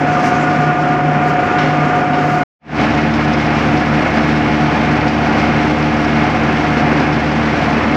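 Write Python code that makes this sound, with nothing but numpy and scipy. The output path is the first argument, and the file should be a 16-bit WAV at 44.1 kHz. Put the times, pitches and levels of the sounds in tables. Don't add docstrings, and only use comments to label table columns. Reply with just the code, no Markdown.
import sys
import numpy as np
from scipy import signal
from scipy.fft import rfft, irfft
from scipy.io import wavfile

SR = 44100
rng = np.random.default_rng(int(sys.argv[2]) if len(sys.argv) > 2 else 0)


def generate_wav(sig):
    pcm = np.round(np.clip(np.atleast_2d(sig).T, -1, 1) * 32767).astype(np.int16)
    wavfile.write(sys.argv[1], SR, pcm)


N = 351036
T = np.arange(N) / SR
FREQ = np.arange(N // 2 + 1) * SR / N + 1e-3
SHAFT_HZ, KNIVES = 25.1, 3
CONVEYOR, GRANULATOR = 0, 1


def undb(db):
    return 10 ** (np.asarray(db) / 20)


def unit(x):
    return x / np.sqrt(np.mean(x ** 2))


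def shape(x, gain):
    return irfft(rfft(x, N) * gain, N)


def colour(points):
    hz, db = np.transpose(points)
    return undb(np.interp(np.log(FREQ), np.log(hz), db))


def resonance(hz, width_hz):
    return 1 / (1 + 1j * (FREQ / hz - hz / FREQ) * hz / width_hz)


def wander(rate_hz):
    return unit(shape(rng.standard_normal(N), 1 / (1 + (FREQ / rate_hz) ** 2)))


def swell(crest_s, half_s):
    return np.exp(-((T - crest_s) / half_s) ** 2 / 2)


def curve(points):
    return np.interp(T, *np.transpose(points))


def cycle(rate_hz, crest_s):
    return np.cos(2 * np.pi * rate_hz * (T - crest_s))


def grains(per_s, spread_db):
    hits = rng.random(N) < per_s / SR
    sizes = undb(spread_db * np.minimum(rng.exponential(size=N), 4))
    return unit(hits * sizes * rng.choice([-1, 1], N))


def patter(per_s, spread_db, ring_s):
    energy = signal.lfilter([1], [1, -np.exp(-1 / (ring_s * SR))], grains(per_s, spread_db) ** 2)
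    return unit(np.sqrt(energy) * rng.standard_normal(N))


def tone(phase, unsteady_share, width_hz):
    phase = phase + rng.uniform(0, 2 * np.pi)
    band = abs(resonance(width_hz / 2, width_hz * 1.1)) / (1 + (FREQ / (2 * width_hz)) ** 2)
    in_phase, quadrature = (unit(shape(rng.standard_normal(N), band)) for _ in range(2))
    flutter = in_phase * np.cos(phase) + quadrature * np.sin(phase)
    return np.sqrt(2 * (1 - unsteady_share)) * np.cos(phase) + np.sqrt(unsteady_share) * flutter


def shed(x, wet_db, t60_s=1.6):
    t = T[:int(t60_s * SR)]
    noise = rng.standard_normal(N)
    dull = shape(noise, 1 / (1 + (FREQ / 3000) ** 2))
    decay = np.exp(-np.log(1000) * t / t60_s)
    tail = (dull[:len(t)] * decay + (noise - dull)[:len(t)] * decay ** 2) * (t > .008)
    return x + undb(wet_db) * signal.fftconvolve(x, tail / np.linalg.norm(tail))[:N]


def panels(echo_db, count):
    delays_s = rng.uniform(.004, .035, count)
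    echoes = sum(np.exp(-2j * np.pi * FREQ * s) for s in delays_s) / np.sqrt(count)
    return abs(1 + undb(echo_db) * echoes * FREQ / (FREQ + 400))


# crest_s, half_length_s, level_db
RUSTLE_SWELLS = [(0.267, .04, -44.5), (.57, 0.045, -49), (1.293, .028, -40.5), (1.455, .016, -47),
                 (1.681, .1, -52), (1.99, 0.027, -45.5), (2.32, 0.087, -43)]
# frequency_hz, level_db
RUSTLE_SPECTRUM = [(2000, -33), (4500, -3.5), (6800, -9.5), (8500, -23), (10000, -31.5), (12000, -25),
                   (15500, -23)]
# crest_s, half_length_s, pitch_hz, width_hz, level_db
SCRAPE_SWELLS = [(.135, .025, 6200, 600, -47), (.18, .005, 8740, 400, -55), (.199, .004, 8700, 400, -58),
                 (0.268, .03, 5600, 2000, -36.5), (0.362, .025, 6000, 900, -42),
                 (.43, .028, 7050, 1000, -46.5)]


def rustles():
    envelope = sum(undb(db) * swell(s, half_s) for s, half_s, db in RUSTLE_SWELLS)
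    scrapes = np.zeros(N)
    for crest_s, half_s, hz, width_hz, db in SCRAPE_SWELLS:
        band = unit(shape(rng.standard_normal(N), resonance(hz, width_hz) ** 2))
        scrapes += undb(db) * swell(crest_s, half_s) * band
    hiss = unit(shape(patter(per_s=4000, spread_db=3, ring_s=.003), colour(RUSTLE_SPECTRUM)))
    return envelope * hiss + scrapes


# start_s, level_db
CHUTE_HITS = [(1.584, -22), (2.134, -29)]
DECK_HITS = [(2.904, -31), (3.139, -30), (3.278, -33.5), (3.336, -31.5), (3.465, -35), (3.771, -32),
             (4.169, -31), (4.292, -33), (4.362, -35.5), (5.080, -28.5), (5.368, -33.5), (5.398, -31),
             (5.825, -33), (6.045, -29), (7.001, -31), (7.128, -30), (7.316, -33)]
# pitch_hz, width_hz, level_db
CHUTE_MODES = [(2164, 110, 7), (2840, 260, 0), (3650, 300, -18), (5130, 140, -13)]
DECK_MODES = [(3920, 700, -6.5), (5020, 500, 1.5)]


def struck_steel(hits, modes, t60_s, wet_db):
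    force = sum(undb(db) * (T >= s) * np.exp(-np.log(1000) * abs(T - s) / t60_s) for s, db in hits)
    steel = sum(undb(db) * resonance(hz, width_hz) for hz, width_hz, db in modes)
    response = unit(abs(steel) / (1 + (FREQ / 6500) ** 10))
    return shed(shape(force * rng.standard_normal(N), response), wet_db)


# pitch_hz, level_db, unsteady_share, width_hz
CONVEYOR_TONES = [(253.5, -28.5, .3, 4), (266, -30.5, .3, 4), (549.3, -31, .15, 4), (699.8, -28.5, .15, 6),
                  (725.2, -18.3, .04, 16), (775, -36, .3, 6), (1206, -32.5, .65, 6), (1464, -36, .6, 7),
                  (1701, -39.5, .5, 6), (2160, -42, .6, 8)]
GRANULATOR_TONES = [(723.5, -29.5, .65, 6), (748, -36, .9, 10), (861, -37, .9, 8), (1694.5, -39, .55, 5),
                    (2161, -41, .8, 8)]


def whines(tones):
    return sum(undb(db) * tone(2 * np.pi * hz * T, share, width_hz) for hz, db, share, width_hz in tones)


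# shaft_multiple, conveyor_db, granulator_db, unsteady_share
HARMONICS = [(1, -70, -47, .1), (2, -44, -44.5, 0.1), (3, -49.5, -28, 0.01), (9, -33.5, -21.5, 0.11),
             (12, -27, -22, 0.05), (15, -38, -40.5, 0.4), (21, -42, -32.5, .12)]
# time_s, level_db
CONVEYOR_THROB = [(.05, -21), (.4, -23.5), (.62, -19.5), (.85, -23.5), (1.17, -18), (1.54, -31.5),
                  (1.69, -15.5), (1.96, -22.5), (2.35, -21.5)]


def rotor_hum(shaft_phase, place, main_db, main_unsteady, width_hz):
    hum = undb(main_db) * tone(2 * KNIVES * shaft_phase, main_unsteady, width_hz=7.5)
    for multiple, *levels_db, share in HARMONICS:
        hum += undb(levels_db[place]) * tone(multiple * shaft_phase, share, width_hz)
    return hum


# rate_hz, crest_s, depth_db
CONVEYOR_FEED = [(.74, .21, .55), (3.04, .248, .6)]
GRANULATOR_FEED = [(.72, 3.86, .4), (1.47, 3.506, .5)]
# crest_s, half_length_s, boost_db
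RUBBER_LUMPS = [(3.47, .04, 0), (5.35, 0.086, 1.3), (7.002, 0.032, 0.5), (7.58, 0.057, 1)]


def knife_load(feed, wander_db):
    surges_db = sum(db * cycle(rate_hz, crest_s) for rate_hz, crest_s, db in feed)
    lumps_db = sum(db * swell(crest_s, half_s) for crest_s, half_s, db in RUBBER_LUMPS)
    return surges_db + lumps_db + wander_db * wander(4)


# frequency_hz, level_db
CONVEYOR_SPECTRUM = [(25, -31.5), (60, -14), (110, -1.5), (280, 3), (500, -3), (800, -4), (1600, -8.5),
                     (2350, -10.5), (3700, -24.5), (5400, -24), (7400, -34.5), (9700, -57.5), (12000, -54),
                     (15500, -58)]
GRANULATOR_SPECTRUM = [(25, -31.5), (72, -15.5), (130, -3), (250, 4.5), (450, -3), (900, -5), (1700, -7),
                       (2450, -10), (3700, -25.5), (5500, -29.5), (7900, -47.5), (9800, -62.5),
                       (13500, -62.5), (15500, -55)]
# pitch_hz, width_hz, conveyor_db, granulator_db
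HOUSING_MODES = [(108, 10, -4, 9.5), (724.5, 46, 5, 8), (850, 10, -9.5, 5.5), (1200, 26, 8.5, -2.5),
                 (1440, 43, 10, 1), (1680, 13, 2.5, -1), (2152, 36, -5, 3)]
# time_s, level_db
CRUMB_HISS = [(.05, -40.5), (.3, -39), (.95, -43.3), (1.35, -44), (1.8, -41.5), (2.1, -44), (2.35, -40.7)]


def shredding(shaft_phase, place, roar_db, hiss_db, turn_depth, chop_depth, crumbs_per_s, spread_db):
    spectrum = colour((CONVEYOR_SPECTRUM, GRANULATOR_SPECTRUM)[place])
    modal_power = sum(abs(undb(levels_db[place]) * resonance(hz, width_hz)) ** 2
                      for hz, width_hz, *levels_db in HOUSING_MODES)
    body = spectrum * np.sqrt(1 + modal_power) * panels(echo_db=-14.5, count=8)
    low_share = 1 / (1 + (FREQ / 3200) ** 10)
    pulsing = 1 + turn_depth * np.cos(shaft_phase) + chop_depth * np.cos(KNIVES * shaft_phase)
    tears = grains(per_s=14000, spread_db=1.8) * pulsing * undb(.5 * wander(22))
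    roar = shape(tears, body * np.sqrt(low_share))
    hiss = shape(patter(crumbs_per_s, spread_db, ring_s=.007), body * np.sqrt(1 - low_share))
    roar /= np.std(shape(roar, (FREQ > 900) & (FREQ < 3000)))
    hiss /= np.std(shape(hiss, (FREQ > 3500) & (FREQ < 9000)))
    return roar * undb(roar_db) + hiss * undb(hiss_db)


def by_conveyor(shaft_phase):
    load_db = knife_load(CONVEYOR_FEED, wander_db=.15)
    roar = shredding(shaft_phase, CONVEYOR, roar_db=-20.3 + load_db, hiss_db=curve(CRUMB_HISS) + load_db,
                     turn_depth=.059, chop_depth=.032, crumbs_per_s=6600, spread_db=6.5)
    hum = rotor_hum(shaft_phase, CONVEYOR, curve(CONVEYOR_THROB), main_unsteady=.12, width_hz=5.3)
    whine = whines(CONVEYOR_TONES)
    clanks = struck_steel(CHUTE_HITS, CHUTE_MODES, t60_s=.44, wet_db=-2)
    return roar + hum + whine + clanks + rustles()


def by_granulator(shaft_phase):
    load_db = knife_load(GRANULATOR_FEED, wander_db=.32)
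    roar = shredding(shaft_phase, GRANULATOR, roar_db=-20.5 + load_db, hiss_db=-37 + load_db,
                     turn_depth=.026, chop_depth=.081, crumbs_per_s=2300, spread_db=3.5)
    beating_db = -22.5 + 1.5 * cycle(rate_hz=3.16, crest_s=3.015)
    hum = rotor_hum(shaft_phase, GRANULATOR, beating_db, main_unsteady=.14, width_hz=6.3)
    ticks = struck_steel(DECK_HITS, DECK_MODES, t60_s=.07, wet_db=-9)
    return roar + hum + whines(GRANULATOR_TONES) + ticks


def scene():
    shaft_phase = 2 * np.pi * np.cumsum(SHAFT_HZ * (1 + .00039 * wander(.31))) / SR
    cut_s, fade_from_s, fade_to_s = 2.437, 2.587, 2.791
    cut_off = np.clip((cut_s - T) / .0068, 0, 1)
    fade_in = np.clip((T - fade_from_s) / (fade_to_s - fade_from_s), 0, 1) ** 2.77
    return (by_conveyor(shaft_phase) * cut_off + by_granulator(shaft_phase) * fade_in)[None]


def record(dry):
    ceiling, top_hz = .92, 15600
    rounded = dry / (1 + (dry / ceiling) ** 12) ** (1 / 12)
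    return signal.sosfilt(signal.ellip(10, .2, 80, top_hz, fs=SR, output="sos"), rounded)


dry = scene()
out = record(dry)
generate_wav(out)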